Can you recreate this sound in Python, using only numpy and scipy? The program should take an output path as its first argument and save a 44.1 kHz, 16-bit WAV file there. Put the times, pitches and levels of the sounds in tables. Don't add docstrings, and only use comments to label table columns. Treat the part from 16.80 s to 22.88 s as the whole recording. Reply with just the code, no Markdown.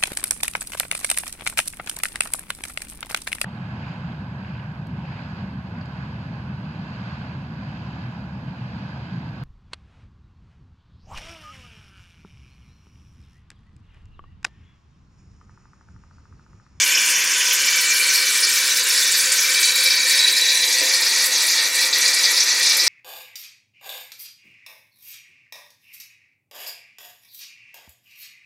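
import sys
import numpy as np
from scipy import signal
from scipy.fft import rfft, irfft
from scipy.io import wavfile
from scipy.ndimage import uniform_filter1d

SR = 44100
rng = np.random.default_rng(int(sys.argv[2]) if len(sys.argv) > 2 else 0)


def generate_wav(sig):
    pcm = np.round(np.clip(np.atleast_2d(sig).T, -1, 1) * 32767).astype(np.int16)
    wavfile.write(sys.argv[1], SR, pcm)


N = 268128
T = np.arange(N) / SR
HZ = np.maximum(np.arange(N // 2 + 1) * SR / N, 1.)

# (time [s], place [0 high, 1 over the bowl, 2 at the rim, 3 inside])
CAN_DEPTH = [(0, 0), (.7, 0.23), (1.05, 0.76), (2.3, 1.53), (2.8, 1.22), (3.7, 2.46), (3.85, 3), (6.08, 3)]
# (time [s], peak level before resonance [dB], pitch [Hz])
FOAM_PLUGS = [(.008, -24, 5530), (0.147, -15, 5400), (0.169, -12, 2770), (.35, -12.5, 5950),
              (.6, -17, 2730), (.7, -14, 5560), (0.706, -13, 2920), (.92, -15, 2850), (1.101, -11.5, 6100),
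              (1.291, -13, 6050), (1.345, -11.5, 4830), (1.628, -9, 5000), (2.27, -12, 5800),
              (2.58, -9, 6160), (2.7382, -13, 4340), (2.99, -19, 4470), (3.055, -9.5, 5160),
              (3.1, -10, 5100), (3.1593, -12, 4540), (3.4028, -13, 3960), (3.479, -15, 3540),
              (3.565, -11, 4360), (3.65, -12.5, 5850), (3.6845, -12, 4060), (3.8277, -12, 3700),
              (4.135, -10.5, 4800), (4.216, -13.5, 4500), (4.7703, -14.5, 4050), (5.126, -10, 4260),
              (5.21, -13, 6230), (5.25, -10, 4670), (5.3264, -13.5, 4650), (5.446, -9.5, 4760),
              (5.565, -12, 4780), (5.5975, -9.5, 6000), (5.9946, -11, 5050), (6.064, -10, 5230)]


def undb(db):
    return 10 ** (np.asarray(db) / 20)


def curves(table):
    times, *columns = np.transpose(table)
    return [np.interp(T, times, column) for column in columns]


def spell(middle_s, length_s):
    return np.exp(-((T - middle_s) / (length_s / 2)) ** 4)


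def flicker(rate):
    hold = max(int(SR / rate), 2)
    steps = np.repeat(rng.standard_normal(N // hold + 1), hold)
    smooth = uniform_filter1d(uniform_filter1d(steps, hold), hold)[:N]
    wander = smooth - uniform_filter1d(smooth, 8 * hold)
    return np.roll(wander, rng.integers(hold)) / wander.std()


def bubbles(rate, low_hz, high_hz, cycles, glide, scatter_db):
    out = np.zeros(N + SR)
    for when, pitch, size, length in rng.random((int(rate * N / SR), 4)):
        hz = low_hz * (high_hz / low_hz) ** pitch
        turns = np.arange(int(3 * cycles * (0.67 + length) * SR / hz)) * hz / SR
        age = turns / turns[-1]
        envelope = np.exp(-4 * age) * np.minimum(turns / 2, 1)
        tone = np.sin(2 * np.pi * turns * (1 + glide * age / 2)) * envelope
        out[int(when * N):][:len(tone)] += undb(-scatter_db * np.log(0.14 + size)) * tone
    return out[:N] / out[:N].std()


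def sputter(own_rate=70., shared_rate=125., froth_db=-11., crackle_db=-7, onset_hz=1500, gas_hz=7000):
    froth = bubbles(rate=500., low_hz=4553, high_hz=13820, cycles=20.8, glide=0.323, scatter_db=1.)
    crackle = bubbles(rate=500., low_hz=7000, high_hz=15000, cycles=4., glide=.2, scatter_db=4.)
    spectrum = rfft(rng.standard_normal(N) + undb(froth_db) * froth + undb(crackle_db) * crackle)
    centres = 1500 * 2 ** np.arange(0, 3.5, 1 / 7)
    bands = np.array([np.exp(-.5 * (14 * np.log2(HZ / hz)) ** 2) for hz in centres])
    bands[0, HZ < centres[0]] = 1
    bands /= bands.sum(axis=0)
    gas_rush, out = flicker(shared_rate), 0
    for hz, band in zip(centres, bands):
        unrest = np.clip(np.log2(hz / onset_hz) / 3.37, 0, 1.2)
        follow = 1 if hz > gas_hz else -1
        own_flicker = 2.5 * flicker(own_rate) + 3.3 * flicker(own_rate / 2.5)
        gain = undb(unrest * (own_flicker + 2 * follow * gas_rush))
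        out = out + irfft(spectrum * band, N) * gain / np.sqrt(np.mean(gain ** 2))
    return out


def colour(place):
    # (frequency [Hz], relative spectral level [dB])
    high = [(100, -72), (170, -40), (510, -30), (691, -33.5), (972, -23), (1370, -18.5), (1590, -4),
            (1890, -4), (2460, 0.5), (3950, -10.5), (6720, -1.5), (13100, -4), (15800, -16)]
    over_bowl = [(100, -65), (170, -33), (356, -28), (384, -19.5), (510, -23.5), (732, -32.5), (1590, -1.5),
                 (2000, 0), (2330, -10), (2660, -1), (4350, 6), (10000, 5), (15800, -4.5)]
    at_rim = [(100, -71), (170, -44.5), (520, -29), (583, -26.5), (1290, -8.5), (1820, -0.5), (2000, -5),
              (2330, 1.5), (2870, -4), (3880, 7), (4190, 4.5), (9460, -2), (15800, -11)]
    inside = [(100, -68), (170, -32.5), (473, -11.5), (520, -17.5), (583, -25), (885, -33.5), (1180, -21.5),
              (1890, -5.5), (3150, -3.5), (3880, -1.5), (4600, -1.5), (11700, -8.5), (15800, -19)]
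    hz, db = np.transpose((high, over_bowl, at_rim, inside)[place])
    return undb(np.interp(np.log(HZ), np.log(hz), db))


def resonances(place):
    # (frequency [Hz], width [Hz], gain held high [dB], over the bowl [dB], at the rim [dB], inside [dB])
    modes = [(280, 45, 9, 9, 9, 9), (365, 20, 8, 8, 9, 9), (514, 18, 13, 14, 12, 13), (645, 18, 5, 5, 5, 7),
             (893, 24, 0, 2, 5, 18), (990, 35, 9, 8, 10, 9), (1545, 80, 6, 6, 5, 3),
             (1825, 50, 3, 6, 9, 11), (1930, 60, 0, 0, 3, 9), (2325, 90, 2, 2, 5, 10),
             (2530, 40, 4, 5, 7, 0), (3010, 110, 7, 4, 0, 0), (3470, 60, 10, 4, 2, 4),
             (3600, 40, 5, 5, 0, 7), (2900, 300, 0, -2, -6, -4), (3110, 260, 0, 0, -2, -6),
             (1250, 300, 0, 0, -5, -2), (4150, 200, 0, 0, -5, 0), (4255, 30, 0, 3, 2, 8),
             (4390, 40, 0, 5, 5, 5), (4510, 40, 0, 2, 8, 0), (4700, 110, 0, 2, 0, 8),
             (5130, 90, 6, 5, 8, 7), (5460, 90, 4, 3, 2, 3), (5950, 180, 4, 4, 3, 8),
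             (6420, 35, 3, 4, 3, 5), (6900, 70, 5, 3, 2, 4), (7520, 80, 2, 5, 2, 3)]
    excess_power = sum((undb(2 * db[place]) - 1) / (1 + (2 * (HZ - hz) / width_hz) ** 2)
                       for hz, width_hz, *db in modes)
    return np.sqrt(1 + excess_power)


def spray():
    # (time [s], gurgle [dB], body [dB], gas hiss [dB])
    jet_levels = [(0, -18.5, -23.5, -25.5), (.3, -23, -24, -27.5), (.65, -21, -25, -29),
                  (1.0, -21, -27, -26.5), (1.2, -24, -26, -23), (1.6, -22.5, -28, -24.5),
                  (2.0, -20.5, -25.5, -23.5), (2.5, -21.5, -26, -24), (3.0, -22, -27, -24.5),
                  (3.35, -21, -24, -26), (3.6, -22, -24.5, -26), (4.1, -21, -25.5, -26),
                  (4.6, -19, -26.5, -27), (5.0, -21, -25, -27), (5.5, -20.5, -25.5, -27.5),
                  (5.85, -17.5, -25.5, -30.5), (6.08, -23, -26, -28)]
    # (level held high [dB], over the bowl [dB], at the rim [dB], inside [dB])
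    hollow_by_place, boom_by_place = (-37.5, -38.5, -42, -38), (-46.5, -45.5, -45, -45)
    edges_hz = (600, 1400, 3300, 7000)
    choke_reach = (0.12, 0.09, 0.43, 1.2, 0.49)
    gurgle_db, body_db, gas_db = curves(jet_levels)
    depth, = curves(CAN_DEPTH)
    hollow_db, boom_db = (np.interp(depth, range(4), db) for db in (hollow_by_place, boom_by_place))
    band_db = np.array([boom_db, hollow_db, body_db, gurgle_db, gas_db - smother()])
    levels = undb(band_db - np.outer(choke_reach, chokes()))
    highpasses = [1 / (1 + (edge / HZ) ** 16) for edge in edges_hz]
    bands = -np.diff([np.ones_like(HZ), *highpasses, np.zeros_like(HZ)], axis=0)
    jet, bursts = rfft(sputter()), rfft(spits() + squelches())
    out = 0
    for place in range(4):
        share = np.maximum(1 - np.abs(depth - place), 0)
        response = resonances(place)
        parts = irfft(jet * colour(place) * response * bands, N)
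        flow = np.sum(levels * parts / parts.std(axis=1, keepdims=True), axis=0)
        out = out + share * (flow + irfft(bursts * response, N))
    return out


def narrow_noise(hz, width_hz, flutter_db=2.5, flutter_rate=110., steadying=.15):
    lowpass = 1 / (1 + (2 * HZ / width_hz) ** 2)
    in_phase, quadrature = (irfft(rfft(rng.standard_normal(N)) * lowpass, N) for _ in range(2))
    phase = 2 * np.pi * np.cumsum(np.broadcast_to(hz, N)) / SR
    tone = in_phase * np.cos(phase) + quadrature * np.sin(phase)
    tone /= np.hypot(in_phase, quadrature) ** steadying
    tone *= undb(flutter_db * flicker(flutter_rate))
    return tone / tone.std()


def singing():
    # (time [s], first [dB], second [dB], third [dB])
    tone_levels = [(0, -46, -32, -25.5), (.72, -35, -39, -35), (.9, -36, -32, -25.5), (1.4, -34, -24, -25),
                   (1.6, -33, -42, -28), (2.3, -32, -28, -34), (2.5, -40, -25, -29), (2.65, -40, -38, -28),
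                   (2.85, -23, -24.5, -25.5), (3.35, -25.5, -24, -26.5), (3.45, -19.5, -28, -34),
                   (3.85, -24.5, -36, -34), (3.95, -30, -28, -45), (4.7, -28.5, -29, -55),
                   (5.3, -28, -32, -36), (6.08, -28.5, -28, -43)]
    # (time [s], frequency [Hz])
    drift = [(0, 4400), (1.5, 4390), (2.25, 4430), (2.55, 4600), (2.8, 4480), (3.6, 4500), (4.0, 4390),
             (6.08, 4400)]
    # (middle [s], length [s], level [dB], frequency [Hz])
    can_spells = [(.62, 0.21, -36, 3550), (2.12, 0.48, -31, 3550), (3.36, .3, -30, 1840),
                  (4.0, 0.23, -31, 3550), (4.2, .3, -30, 5150), (4.8, .12, -29, 1820),
                  (5.95, .28, -29, 5200)]
    inside = np.clip(curves(CAN_DEPTH)[0] - 2, 0, 1) ** 2
    centres_hz = [3925 + 60 * inside, curves(drift)[0], 2320]
    widths_hz = (125, 160, 150)
    tones = sum(undb(db) * narrow_noise(hz, width_hz)
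                for hz, width_hz, db in zip(centres_hz, widths_hz, curves(tone_levels)))
    swells = np.array([undb(db) * spell(s, length) for s, length, db, _ in can_spells])
    loudest_hz = np.array(can_spells)[swells.argmax(axis=0), -1]
    can_ring = swells.max(axis=0) * narrow_noise(loudest_hz, width_hz=110)
    return (tones + can_ring) * undb(-chokes())


def pops(level_db=-32):
    return undb(level_db) * bubbles(rate=110., low_hz=5500, high_hz=11000,
                                    cycles=60., glide=.03, scatter_db=2.)


def rumble(level_db=-66):
    # (frequency [Hz], relative spectral level [dB])
    spectrum = [(12, -42), (20, -10), (43, -8), (70, 0.5), (139, -7.5), (167, -22), (190, 0), (250, -9),
                (420, -120)]
    hz, db = np.transpose(spectrum)
    gain = undb(np.interp(np.log(HZ), np.log(hz), db, left=-90, right=-90))
    noise = irfft(rfft(rng.standard_normal(N)) * gain, N)
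    return undb(level_db) * noise / noise.std()


def room(direct, t60_s=.2, tail_db=-7, gap_s=.004):
    t = T[:SR // 2]
    tail = rng.standard_normal(len(t)) * 1000. ** (-t / t60_s) * (t > gap_s)
    tail *= undb(tail_db) / np.sqrt(np.sum(tail ** 2))
    return (direct + signal.fftconvolve(direct, tail)[:N]) / np.sqrt(1 + undb(2 * tail_db))


def interference(sound):
    # (middle [s], length [s], frequency [Hz], width [Hz], share cancelled [0-1])
    notches = [(.45, 1.0, 3860, 350, 0.4), (1.15, .7, 3300, 250, .45), (2.244, 0.87, 3190, 350, 0.43),
               (2.9, 0.67, 2860, 160, 0.7), (3.797, 0.55, 1320, 456, 0.6)]
    spectrum = rfft(sound)
    for s, length, hz, width_hz, share in notches:
        band = irfft(spectrum / (1 + (2 * (HZ - hz) / width_hz) ** 4), N)
        sound = sound - share * spell(s, length) * band
    return sound


def puffs(events, t60_s, rise_s, width_hz):
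    t, out = T[:SR // 10], np.zeros(N + SR)
    envelope = 1000. ** (-t / t60_s) * (1 - np.exp(-t / rise_s))
    for s, db, hz in events:
        edges = np.clip([hz - width_hz / 2, hz + width_hz / 2], 1500, 18000)
        bandpass = signal.butter(2, edges, "bandpass", fs=SR, output="sos")
        puff = signal.sosfilt(bandpass, rng.standard_normal(len(t)) * envelope)
        out[int(s * SR):][:len(t)] += undb(db) * puff / np.abs(puff).max()
    return out[:N]


def squelches():
    return puffs(FOAM_PLUGS, t60_s=0.08, rise_s=.01, width_hz=1120)


def smother(full_loss_db=6, full_plug_db=-4, length_s=0.037):
    half_s = length_s / 2
    return sum(full_loss_db * undb(db - full_plug_db) * np.exp(-((T - s - half_s) / half_s) ** 2)
               for s, db, _ in FOAM_PLUGS)


def chokes(clear_share=0.64):
    # (time of the deepest point [s], loss [dB], nominal length [s])
    blockages = [(0.054, 8, 0.018), (1.952, 5, 0.026), (2.043, 5, 0.058), (2.495, 3.5, 0.039),
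                 (2.945, 5, 0.042), (3.236, 3, 0.12), (3.549, 5, 0.048), (3.815, 2.5, 0.036),
                 (3.872, 2, .03), (4.206, 4, 0.06), (4.496, 5, 0.067), (4.672, 3, 0.041),
                 (4.917, 7.5, 0.082), (5.116, 7.5, 0.07), (5.36, 3.5, 0.03), (5.53, 2, 0.043),
                 (5.653, 7, .04), (5.782, 3, 0.12)]
    loss_db = np.zeros(N)
    for s, db, length in blockages:
        slope_s = length / 2 * np.where(T < s, 1, clear_share)
        loss_db += db * np.exp(-((T - s) / slope_s) ** 2)
    return loss_db


def spits():
    # (time [s], peak level before resonance [dB], pitch [Hz])
    gas_bursts = [(0.7272, -11.5, 12100), (1.5514, -13, 8250), (2.5167, -6.5, 8050), (2.8265, -9.5, 7140),
                  (2.8744, -14, 7100), (3.0335, -12, 10900), (3.2939, -10.5, 8200), (3.3727, -12, 8660),
                  (3.5808, -18, 7740), (3.923, -12, 7000), (4.4558, -10.5, 11700), (4.6643, -11.5, 9400),
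                  (4.9482, -16, 10400), (5.2769, -9.5, 6800), (5.3393, -10.5, 9150), (5.5099, -16, 10900),
                  (5.8272, -13, 8560), (5.8581, -10, 7110), (5.9673, -12, 11300)]
    return puffs(gas_bursts, t60_s=0.05, rise_s=.012, width_hz=3500)


def bumps(rise_s=0.0041):
    # (time [s], peak level [dB])
    blows = [(4.009, -21.5), (4.047, -30)]
    # (frequency [Hz], relative level [dB], time to decay by 60 dB [s])
    wall_modes = [(296, -6, 0.16), (420, 0, .05), (525, 0, 0.2), (650, -6, 0.2), (980, -6, 0.095)]
    t, out = T[:SR // 2], np.zeros(N + SR)
    ring = sum(undb(db) * 1000. ** (-t / t60) * np.sin(2 * np.pi * hz * t) for hz, db, t60 in wall_modes)
    ring *= 1 - np.exp(-t / rise_s)
    for s, db in blows:
        out[int(s * SR):][:len(t)] += undb(db) * ring / np.abs(ring).max()
    return out[:N]


def scene():
    popping = pops()
    direct = interference(spray() + singing()) + popping + bumps()
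    return np.tile(room(direct) + rumble(), (2, 1))


def record(dry, drive=.7, top_hz=15800):
    lowpass = signal.ellip(12, .2, 90, top_hz, fs=SR, output="sos")
    return signal.sosfilt(lowpass, np.tanh(drive * dry) / drive)


dry = scene()
out = record(dry)
generate_wav(out)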